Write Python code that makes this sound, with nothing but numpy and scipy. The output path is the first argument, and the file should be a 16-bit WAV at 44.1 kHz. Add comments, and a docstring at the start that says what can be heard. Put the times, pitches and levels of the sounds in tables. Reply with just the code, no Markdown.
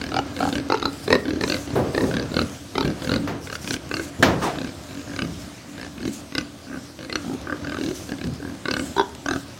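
"""Young pigs grunt in a concrete pen of an open-sided barn. Each grunt is a source driving a filter:
a few slow glottal pulses excite the resonances of nose, mouth and throat, and some close into a hum.
Bodies strike and rub the fittings, and snouts sniff with a turbulent hiss. The rest of the herd
murmurs further off, its grunts heard mostly through the reverberation of roof and walls."""
import sys
import numpy as np
from scipy import signal
from scipy.fft import rfft, irfft, next_fast_len
from scipy.io import wavfile
from scipy.ndimage import map_coordinates

SR = 44100
rng = np.random.default_rng(int(sys.argv[2]) if len(sys.argv) > 2 else 0)


def bounce(signal):
    """Save signal as a 16-bit WAV file at the path given by the first command-line argument."""
    frames = np.transpose(np.atleast_2d(signal))
    limited = np.clip(frames, -1, 1)
    pcm = np.round(limited * 32767).astype(np.int16)
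    wavfile.write(sys.argv[1], SR, pcm)


N = 422919
TIME = np.arange(N) / SR
LEAD_S = .012  # room for the brief soft noise with which a pulse fades in

# Grunts: (time [s], pulses [count], pulse rate [Hz], crest position [0-1], swell [dB per grunt length],
# mouth shape [name], mouth level [dB], nose level [dB], rasp level [dB])
GRUNT_CALLS = [(0.015, 4, 39.6, 0.14, 10, "slack", -39, -33.5, -38),
               (0.119, 4, 42.5, 0.86, 10.5, "round", -23.5, -28.5, -32),
               (0.405, 4, 42.2, 0.2, 8, "round", -23.5, -29.5, -39),
               (0.365, 6, 40.1, 0.4, -5, "shut", -36, -33.5, -38),
               (0.527, 3, 36.1, 0.4, 9, "shut", -32.5, -26, -31.5),
               (0.701, 3, 47.6, 0.57, 12, "oink", -21, -51, -29),
               (0.752, 4, 43.04, 0.2, 3, "shut", -46, -40, -36.5),
               (0.827, 2, 34.6, 0.95, 6, "gape", -30, -27.5, -27.5),
               (1.079, 4, 40.67, 0.64, 25.5, "open", -16.5, -25, -24),
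               (1.255, 5, 37.7, 0.3, 17, "shut", -36, -27, -39),
               (1.386, 3, 38.4, 0.82, 41, "open", -27.5, -27.5, -30.5),
               (1.478, 5, 45.65, 0.44, 23, "twang", -30.5, -29.5, -27.5),
               (1.675, 2, 33.1, 0.5, 2, "round", -43, -34.5, -44.5),
               (1.948, 4, 32.67, 0.3, 20, "open", -26.5, -27.5, -36.5),
               (2.112, 5, 35.2, 0.41, 12, "shut", -31, -31, -35.5),
               (2.318, 5, 40.78, 0.67, 33, "twang", -27, -25, -30),
               (2.754, 3, 36.25, 0.6, 14, "oink", -27, -29, -29),
               (2.828, 4, 40.2, 0, 6, "shut", -34, -30, -35.5),
               (3.021, 3, 37.9, 1, 2, "shut", -35, -32, -36.5),
               (3.094, 4, 44.3, 0.38, 6, "twang", -27.5, -25, -30),
               (3.473, 4, 36.84, 0.83, 9, "wide", -38, -51, -40),
               (3.645, 4, 31.44, 0.77, 22, "slack", -37, -32, -32.5),
               (3.914, 4, 36.5, 0.2, 9, "wide", -34, -31, -34.5),
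               (4.557, 5, 34.04, 0.5, 10, "shut", -39, -33.5, -39.5),
               (4.89, 7, 48.06, 0.8, 5, "shut", -48, -42, -47),
               (5.075, 4, 46.9, 0.9, 2, "slack", -44, -39, -58),
               (5.135, 5, 35.04, 0.57, 37, "nasal", -38.5, -34.5, -36),
               (5.78, 6, 59.4, 0.5, 3, "slack", -42, -40, -44.5),
               (5.98, 5, 40.77, 0.8, 14, "slack", -46, -28, -42),
               (6.323, 4, 34.17, 0.57, 46, "wide", -35, -33, -30),
               (6.67, 8, 67.6, 0.77, 14, "wide", -44, -35.5, -60),
               (6.99, 4, 51.6, 1, 0, "shut", -41.5, -41, -43),
               (7.097, 3, 33.16, 1, 14.5, "wide", -34.5, -33, -31.5),
               (7.246, 7, 57.83, 0.67, 2, "round", -41.5, -30, -53),
               (7.472, 3, 37.93, 0.9, 11.5, "nasal", -33, -33.5, -49.5),
               (7.647, 6, 40.65, 0.7, 7, "nasal", -38, -36, -41),
               (7.787, 6, 39.97, 0.36, 5, "shut", -41, -28, -37.5),
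               (8.092, 2, 35.6, 1, 6, "slack", -39, -30, -44),
               (8.185, 5, 35.6, 0.37, 29, "slack", -45.5, -34, -44.5),
               (8.402, 6, 41.3, 0.42, 19, "slack", -44, -36, -62),
               (8.656, 6, 35.9, 0.39, 10, "wide", -31.5, -30.5, -32.5),
               (8.81, 4, 33.5, 0, 16, "shut", -46.5, -35, -58),
               (8.966, 4, 65.7, 0.6, 19, "cry", -20.5, -41, -26.5),
               (9.261, 5, 40.1, 0.39, 19, "snarl", -31, -29.5, -34.5)]
# Background levels, with a brief dip at 3.35 s: (time [s], murmur level [dB], rustle level [dB])
HERD_LEVELS = [(0, -31, -47), (1.07, -36, -48), (2, -28.5, -44.5), (2.6, -37.5, -45), (3.2, -32, -46),
               (3.35, -36.5, -52), (3.6, -35.5, -49), (4.2, -36.5, -45), (4.7, -38, -45), (6.9, -40.5, -48),
               (7.3, -35, -47), (7.852, -36.5, -47.5), (9.59, -38.5, -47.5)]
# Spectrum of rubbing bristles, litter and grit: (frequency [Hz], level [dB])
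FRICTION_SPECTRUM = [(1000, 2.5), (2500, 1), (4500, 1.5), (6000, 1), (8500, -3), (10500, -8.5),
                     (16000, -16)]


def near_pigs():
    """Superposition: the grunts at the front of the pen add as sound pressures."""
    out = np.zeros(N)
    for start, *voice in GRUNT_CALLS:
        add(out, grunt(*voice), start - .001 - LEAD_S)
    return out


def grunt(count, rate, crest, swell_db, shape, mouth_db, nose_db, rasp_db):
    """Source-filter voicing: creaky glottal pulses excite the resonances of chest, nose and mouth."""
    # Vocal tract by shape: (three formants as (frequency [Hz], level re mouth [dB]),
    # throat as (frequency [Hz], level re rasp [dB]), second-formant glide [fraction],
    # wet crack level re rasp [dB], flap level re pulse [dB])
    tracts = {"shut": ((495, -0.9), (1200, -11.5), (1600, -4), (2750, -1.9), 0.14, -8, -7),
              "twang": ((495, -0.79), (1240, -9.5), (1460, -4.5), (2500, -1.7), 0.11, -9.5, -12.5),
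              "slack": ((492, -2), (690, -3), (1622, 0), (2600, 0), 0, -4.5, -9.5), "round": ((475, -9),
              (792, 1.5), (1375, -6.5), (2750, 1), 0.063, -6.5, -13.5), "wide": ((490, -3), (1226, -3.9),
              (1526, .3), (2520, 0.91), 0.046, -5.5, -26), "nasal": ((535, -4), (1225, -1.3), (1510, 0.66),
              (2600, 1), 0, -9, -13), "snarl": ((650, -4), (1250, -1.8), (1490, 0), (3080, -1.4),
              0.049, -12, -20), "open": ((426, 0), (987, -6.5), (1790, -6.5), (2210, 0), 0.44, -11, -12),
              "gape": ((424, -3), (890, 0), (1256, 2.2), (3500, -16), 0.091, -13, -16), "oink": ((397, 0),
              (887, 0), (1294, -4), (2500, -1.7), 0.18, -10, -14.5), "cry": ((395, 0), (930, 4), (1500, -7),
              (2700, -28), -.04, -27, -17)}
    # Rasp by shape: (glide [fraction], modes as (frequency [Hz], bandwidth [Hz], level re rasp [dB]))
    rasps = {"shut": (0.19, [(3450, 190, -13), (4110, 240, -7.5), (4760, 140, -10), (5880, 400, -13)]),
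             "twang": (.08, [(3750, 170, -10), (4280, 220, -3.5), (4660, 150, -10), (5700, 400, -19)]),
             "slack": (0.29, [(3680, 250, -18), (4270, 150, -5.5), (5400, 330, -6), (8400, 600, -19)]),
             "round": (0.154, [(3750, 170, -15), (4410, 110, -6.5), (5240, 210, -7), (6200, 500, -18)]),
             "wide": (0.17, [(3640, 170, -17), (4290, 120, -4), (5450, 210, -8), (8300, 550, -22.5)]),
             "nasal": (0, [(2320, 260, -8.5), (3770, 620, -9), (4800, 150, -8), (6240, 206, -15)]),
             "snarl": (0.16, [(3830, 150, -7.5), (4880, 140, -10), (6100, 180, -5), (8500, 500, -24)]),
             "open": (.03, [(3890, 160, -5.5), (4280, 150, -8.5), (5070, 130, -9.5), (5850, 400, -16)]),
             "gape": (0, [(3990, 110, -1.5), (4440, 90, -12), (5100, 90, -14), (6700, 140, -20.5)]),
             "oink": (0.032, [(3905, 64, -7.5), (4470, 150, -8.5), (5150, 180, -9.5), (5750, 89, -18)]),
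             "cry": (-.06, [(3560, 59, -6.5), (4000, 50, -9), (5000, 110, -15), (5800, 80, -17)])}
    # Upper throat modes: (frequency re throat [ratio], bandwidth [Hz], relative level [dB])
    throat_modes = [(.84, 94, 1.5), (1.001, 150, 1), (1.13, 94, 1.5)]
    # Antiresonances of the snout's side cavities: (frequency [Hz], bandwidth [Hz])
    antiresonances = [(3230, 133), (5450, 350)]
    *formants, (throat_hz, throat_db), opening, crack_db, flap_db = tracts[shape]
    climb, rasp_modes = rasps[shape]
    size_shift = np.exp(.019 * rng.standard_normal())  # body size shifts the formants together
    (f1_hz, f1_db), (f2_hz, f2_db), (f3_hz, f3_db) = [
        (hz * size_shift, mouth_db + db) for hz, db in formants]
    length = count / rate
    times = np.maximum(np.arange(count) + .015 * rng.standard_normal(count), 0) / rate
    place = np.linspace(0, 1, count)
    force_db = -max(swell_db, 0) * abs(place - crest)
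    # The slack folds flap once more, weakly, within each cycle.
    lag, loss = rng.random((count, 2)).T
    times = np.append(times, times + (.25 + .6 * lag) / rate)
    force_db = np.append(force_db, force_db + flap_db - 10 * loss)
    mouth = undb(force_db)
    rasp = undb(force_db + np.repeat([0, 1], count))  # flaps favour the rasp
    nose = undb(.47 * force_db + 3.9 * np.tile(place, 2))  # the nose takes over as the mouth closes

    nose_hz = 264 * np.exp(.0546 * rng.standard_normal())
    chest_hz = 128 * np.exp(.09 * rng.standard_normal())
    chest_db = (nose_db + rasp_db) / 2 - 6.5
    out = resonance(times, nose, chest_hz, 130, chest_db, length, rough=.95, jitter=.36, burst_s=.0037)
    out += resonance(times, nose, nose_hz * 1.077, 85, nose_db, length,
                     rough=.48, jitter=.13, burst_s=.00581)
    add(out, nasal_hum(length, nose_hz * 1.03, crest, swell_db, nose_db - 3.5), LEAD_S)
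    out += resonance(times, undb(.62 * force_db), f1_hz, 78, f1_db - .5, length,
                     rough=.79, burst_s=.004105)
    out += resonance(times, mouth, f2_hz, 90, f2_db - 3.5, length,
                     rough=.26, jitter=.024, burst_s=.00271, rise_s=.002, glide=opening)
    out += resonance(times, mouth, np.sqrt(f2_hz * f3_hz), 240, min(f2_db, f3_db) - 5.5, length,
                     rough=.58, jitter=.051, rise_s=.0011, glide=opening)
    out += resonance(times, mouth, f3_hz, 123, f3_db - .6, length,
                     rough=.59, jitter=.012, burst_s=.0029, rise_s=.0013)
    for ratio, width, db in throat_modes:
        hz = throat_hz * ratio * np.exp(.0345 * rng.standard_normal())
        out += resonance(times, mouth, hz, width, rasp_db + throat_db + db - 11.5, length,
                         rough=1.6, shimmer_db=5, jitter=.012, burst_s=.0014)
    out += resonance(times, mouth, 2920, 2860, rasp_db + crack_db, length,
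                     rough=18, shimmer_db=2, burst_s=.0019)  # broad wet crack
    out += resonance(times, mouth, 11000, 1500, rasp_db - 28, length,
                     rough=3, shimmer_db=3, jitter=.15, burst_s=.004)  # saliva crackles
    for hz, width, db in rasp_modes:
        out += resonance(times, rasp, hz * size_shift, width, rasp_db + db, length,
                         rough=1.04, shimmer_db=3.5, jitter=.009 + .08 * abs(climb),
                         glide=climb, chirp_per_s=97 * climb, rise_s=.00086, burst_s=.0017)
    for hz, width in antiresonances:
        out = signal.lfilter(*signal.iirnotch(hz * size_shift, hz / width, fs=SR), out)
    return out


def resonance(times, strengths, hz, width_hz, db, length, rough, shimmer_db=1.7, jitter=.015,
              burst_s=.0038, rise_s=.0018, glide=0, chirp_per_s=0):
    """A damped mode rings with each pulse and its burst of noise; bandwidth sets the rate of decay."""
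    t = np.arange(int(SR * min(2.2 / width_hz, .05))) / SR
    lead = int(2 * burst_s * SR)
    age = np.arange(-lead, lead + 2) / SR / burst_s
    out = np.zeros(int((length + .13) * SR))
    for start, strength in zip(times, strengths):
        shift, gain, bend, slack = rng.standard_normal(4)
        looseness = np.exp(.26 * slack)  # from tight snaps to loose pulses
        place = min(start / length, 1)
        arch = .047 * (np.sin(np.pi * place ** .8) - .8)  # lifts in mid-grunt, sinks at the end
        centre_hz = hz * (1 + jitter * shift + glide * (place - .5) + arch)
        sweep_hz = np.minimum(centre_hz * (1 + chirp_per_s * (.5 + bend) * t), SR * .45)
        attack = 1 - np.exp(-t / (rise_s * looseness))
        mode = np.exp(-np.pi * width_hz * t) * attack * sine(sweep_hz)
        # Each pulse fades in with a brief soft noise that peaks just behind the snap.
        burst = rng.standard_normal(len(age)) * np.exp(-abs(age - .6) / (.46 * looseness))
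        burst *= rough / np.linalg.norm(burst)
        burst[lead] += 1  # the snap
        pulse = np.convolve(mode, burst)
        pulse *= strength * undb(shimmer_db * gain) / np.linalg.norm(pulse)
        add(out, pulse, start + LEAD_S - lead / SR)
    return at_level(out, db, length)


def nasal_hum(length, hz, crest, swell_db, db):
    """Nasal resonance: the closed snout sustains a wavering tone between the pulses."""
    t = np.arange(int((length + .13) * SR)) / SR
    place = t / (length + .0172)
    envelope = np.sin(np.pi * np.minimum(place, 1) ** 1.17) ** .5
    envelope *= undb(-.25 * swell_db * abs(place - crest))
    waver = np.interp(t, np.linspace(0, t[-1], 16), rng.standard_normal(16))
    return at_level(envelope * sine(hz * (1 + .067 * waver)), db, length)


def bumps():
    """Impact excitation: flanks and trotters set gate and feeder booming; one blow is a hard slam."""
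    # Impacts: (time [s], level [dB], rise [s], T60 at 1200 Hz [s], low-pass cutoff [Hz])
    impacts = [(1.733, -26, 0.004, 0.24, 196), (1.754, -18, 0.0032, 0.49, 770),
               (1.99, -17.5, 0.049, 0.57, 370), (2.421, -26, 0.011, 0.094, 154),
               (2.846, -22, 0.0032, 0.25, 224), (3.11, -24, 0.007, 0.59, 190),
               (3.274, -27.5, 0.0016, 0.42, 1400), (4.186, -24, 0.013, 0.35, 230),
               (4.2254, -15, 0.0039, 0.49, 1720), (4.228, -24, 0.0091, 0.7, 200),
               (5.215, -27, 0.0087, 0.52, 196), (8.239, -26, 0.01, 0.32, 166)]
    # Spectrum of the fittings ahead of the low-pass: (frequency [Hz], level [dB])
    boom_spectrum = [(30, -29), (80, -4.5), (200, -3), (400, -1.5), (800, -5), (1500, -7.5), (3000, -4),
                     (6500, 7.5), (16000, -4)]
    # The slam: (time [s], level [dB], duration [s])
    slam = (4.2262, -5, 0.013)
    # Spectrum of the slam: (frequency [Hz], level [dB])
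    slam_spectrum = [(30, -8), (90, -20), (200, 13), (400, -10), (560, 6.5), (1050, -12), (1600, -0.5),
                     (2400, -15), (3500, -12.5), (5000, -27), (8000, -24), (16000, -43)]
    out, t = np.zeros(N), np.arange(SR) / SR
    for start, db, rise, t60, cutoff_hz in impacts:
        t60s = [(150, t60 * 1.68), (1200, t60), (3000, t60 * .63), (9000, t60 * .56)]
        bright = decaying_noise(boom_spectrum, t60s, SR)
        dull = signal.sosfilt(signal.butter(2, cutoff_hz, fs=SR, output="sos"), bright)
        boom = dull + .046 * cutoff_hz / 2600 * bright
        add(out, boom / np.std(boom[:SR // 20]) * np.minimum(t / rise, 1) * undb(db), start)
    start, db, length = slam
    add(out, noise(slam_spectrum, SR) * np.exp(-(t / length) ** 4) * undb(db), start)
    return out


def scrape(start_s=4.414, groan_db=-4, groan_s=.08, groan_width_hz=260):
    """Sliding friction: a flank rubs along the gate, whose groan sinks as the flank slows."""
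    # Envelope of the rub: (level [dB], rise [s], hold [s], T60 [s])
    stroke = (-24.5, .012, 0.06, 0.35)
    # Spectrum of the rub: (frequency [Hz], level [dB])
    rub_spectrum = [(80, -10), (300, 3.5), (600, 0.5), (950, -2), (1400, -4), (2200, -11), (4000, -15.5),
                    (8000, -25), (16000, -42)]
    # Glide of the groan: (first pitch [Hz], last pitch [Hz])
    groan_hz = (1350, 696)
    db, rise, hold, t60 = stroke
    out, t = np.zeros(N), np.arange(SR) / SR
    groan = unit(wander(groan_width_hz)[:SR] * sine(np.interp(t, [0, groan_s], groan_hz)))
    rub = noise(rub_spectrum, SR) + undb(groan_db) * groan
    envelope = np.minimum(t / rise, 1) * undb(db - 60 * np.maximum(t - hold, 0) / t60)
    add(out, rub * envelope, start_s)
    return out


def short_hisses(flutter_db=3, peak_hz=6000, whistle_db=1):
    """Noise with a resonant peak: sniffs, and at 4.4 s the hiss of the scrape."""
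    # Short hisses: (time [s], duration [s], level [dB])
    hisses = [(0.329, 0.27, -44.5), (0.87, 0.39, -44.5), (1.406, 0.26, -39.5), (1.918, 0.24, -43.5),
              (2.339, 0.24, -47), (2.964, 0.23, -47), (3.406, 0.23, -44), (3.612, 0.16, -36.5),
              (3.903, 0.2, -44), (4.398, 0.1, -41), (4.84, 0.2, -56), (5.284, 0.21, -49), (5.681, .16, -62),
              (6.056, 0.16, -44), (7.172, 0.19, -50.5), (7.778, 0.34, -43.5), (8.709, 0.28, -44),
              (9.286, 0.16, -48)]
    # Spectrum of the hiss: (frequency [Hz], level [dB])
    hiss_spectrum = [(1000, -5), (3000, 1.5), (5800, -5.5), (8500, 1), (10500, -5.5), (16000, -9.5)]
    out = np.zeros(N)
    for start, length, db in hisses:
        place = np.linspace(0, 1, int(length * SR))
        hz = min(peak_hz * np.exp(.096 * rng.standard_normal()), SR * .4)
        whistle = unit(signal.lfilter(*signal.iirpeak(hz, 5, fs=SR), rng.standard_normal(len(place))))
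        hiss = unit(noise(hiss_spectrum, len(place)) + undb(whistle_db) * whistle)
        add(out, hiss * abs(np.sin(np.pi * place)) ** .39 * undb(db), start)
    return flicker(out, depth_db=3, patch_hz=598, patch_s=.06) * undb(flutter_db * wander(45))


def far_pigs(count=56, voices=6, cutoff_hz=1800):
    """Attenuation with distance: weak, dull grunts overlap and follow the level of the murmur."""
    out = np.zeros(N)
    calls = [unit(grunt(*GRUNT_CALLS[k][1:])) for k in rng.integers(len(GRUNT_CALLS), size=voices)]
    times, murmur_db, _ = np.transpose(HERD_LEVELS)
    for k, (lag, which, distance) in enumerate(rng.random((count, 3))):
        add(out, calls[int(which * voices)] * undb(-5 * distance), (k + lag) / count * N / SR)
    dull = signal.sosfilt(signal.butter(1, cutoff_hz, fs=SR, output="sos"), out)
    return dull * undb(np.interp(TIME, times, murmur_db) - 12)


def herd(grit_db=-59, scuffs=200):
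    """Incoherent sources merge into noise: murmuring animals, rustling litter and scuffed grit."""
    # Spectrum of the massed voices: (frequency [Hz], level [dB])
    murmur_spectrum = [(15, -54), (25, -70), (65, 4), (108, 5), (215, -1.5), (350, -2), (408, -10.5),
                       (620, -3.5), (849, -12.5), (1290, -12), (1650, -16), (1930, -19.5), (5000, -22),
                       (6500, -30), (11000, -120)]
    times, murmur_db, rustle_db = np.transpose(HERD_LEVELS)
    murmur = sum(noise(murmur_spectrum, N) * undb(2.8 * wander(14)) for _ in range(2)) / 2
    murmur *= undb(np.interp(TIME, times, murmur_db) - 1)
    rustle = flicker(noise(FRICTION_SPECTRUM, N), depth_db=3.5, patch_hz=650, patch_s=.05)
    rustle *= undb(.75 * wander(9) + np.interp(TIME, times, rustle_db))
    grit, window = np.zeros(N), np.hanning(SR // 120) ** 2
    for when, force in rng.random((scuffs, 2)):
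        scuff = noise(FRICTION_SPECTRUM, len(window)) * window
        add(grit, scuff * undb(20 * force ** 2), when * N / SR)
    return murmur + rustle + unit(grit) * undb(grit_db)


def pen(x, t60_s=.23):
    """Early reflections: floor, wall and bodies scatter each pulse back."""
    t = np.arange(SR // 8) / SR
    response = noise([(100, 0), (1200, 7), (4000, -.5), (12000, -2.5)], len(t))
    response *= undb(-60 * t / t60_s) * (t > .003)
    return signal.fftconvolve(x, response / np.linalg.norm(response))[:N]


def barn(x, build_s=.025):
    """Diffuse reverberation from roof and walls, with unit rms gain over 100-1000 Hz."""
    # Spectrum of the reverberant field: (frequency [Hz], level [dB])
    field_spectrum = [(40, -8), (120, 3.5), (300, -2.5), (1000, -13.5), (3000, -6), (8000, -24),
                      (16000, -16)]
    # Reverberation times: (frequency [Hz], T60 [s])
    t60s = [(100, 0.39), (1000, 0.89), (4000, 0.18), (12000, 0.22)]
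    response = decaying_noise(field_spectrum, t60s, SR) * np.minimum(np.arange(SR) / SR / build_s, 1)
    gain = abs(rfft(response))
    return signal.fftconvolve(x, response / np.sqrt(np.mean(gain[100:1000] ** 2)))[:N]


def noise(spectrum, size):
    """Spectral shaping: noise of rms 1 that follows (frequency [Hz], level [dB]) points."""
    n = next_fast_len(size)
    gain = undb(at_hz(spectrum, np.fft.rfftfreq(n, 1 / SR)))
    return unit(irfft(rfft(rng.standard_normal(n)) * gain, n)[:size])


def decaying_noise(spectrum, t60s, size):
    """Frequency-dependent damping: each octave of a noise dies away at its own rate."""
    t, octave = np.arange(size) / SR, np.log2(np.fft.rfftfreq(size, 1 / SR) + 1)
    bins = rfft(noise(spectrum, size))
    out = np.zeros(size)
    for k in range(5, 15):
        band = irfft(bins * np.maximum(1 - abs(octave - k), 0), size)
        out += band * undb(-60 * t / at_hz(t60s, 2. 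** k))
    return out


def flicker(x, depth_db, patch_hz, patch_s):
    """Random amplitude modulation: narrow bands of a hiss flare and fade independently."""
    hz, times, bins = signal.stft(x, SR, nperseg=512)
    grid = np.meshgrid(hz / patch_hz, times / patch_s, indexing="ij")
    flare = map_coordinates(rng.standard_normal((64, 512)), grid, order=1, mode="mirror")
    return signal.istft(bins * unit(undb(depth_db * flare)), SR)[1][:N]


def wander(rate_hz):
    """Interpolated random drift with a spread near 1."""
    knots = rng.standard_normal(int(N / SR * rate_hz) + 2)
    return np.interp(TIME * rate_hz, np.arange(len(knots)), knots)


def sine(hz):
    """A tone whose phase is the integral of its frequency."""
    return np.sin(2 * np.pi * np.cumsum(hz) / SR)


def at_hz(points, hz):
    """Interpolate (frequency [Hz], value) points on a log-frequency axis."""
    frequencies, values = np.transpose(points)
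    return np.interp(np.log(hz + 1), np.log(frequencies), values)


def at_level(x, db, length):
    """Scale to the energy of an rms level db held for length seconds."""
    return x * undb(db) * np.sqrt(length * SR / np.sum(x ** 2))


def undb(db):
    """Decibels to amplitude ratio."""
    return 10 ** (np.asarray(db) / 20)


def unit(x):
    """Scale to rms 1."""
    return x / np.sqrt(np.mean(x ** 2))


def add(out, x, start_s):
    """Superpose x on out from start_s."""
    i = max(int(start_s * SR), 0)
    out[i:i + len(x)] += x[:max(len(out) - i, 0)]


def scene():
    """The direct-to-reverberant ratio falls with distance: near pigs are almost dry, far ones diffuse."""
    near, far, knocks = near_pigs(), far_pigs(), bumps() + scrape()
    early = near + undb(-15.5) * pen(near) + undb(-23) * far + knocks + short_hisses() + herd()
    reverberation = barn(undb(-15) * near + undb(6) * far + undb(-15.5) * knocks)
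    return (early + reverberation)[None]


def record(dry):
    """Band limiting and saturation: the microphone thins the bass, rounds peaks and cuts the top."""
    thinned = signal.sosfilt(signal.butter(3, 46, "high", fs=SR, output="sos"), dry)
    return signal.sosfilt(signal.ellip(10, .2, 70, 15950, fs=SR, output="sos"), np.tanh(thinned))


dry = scene()
out = record(dry)
bounce(out)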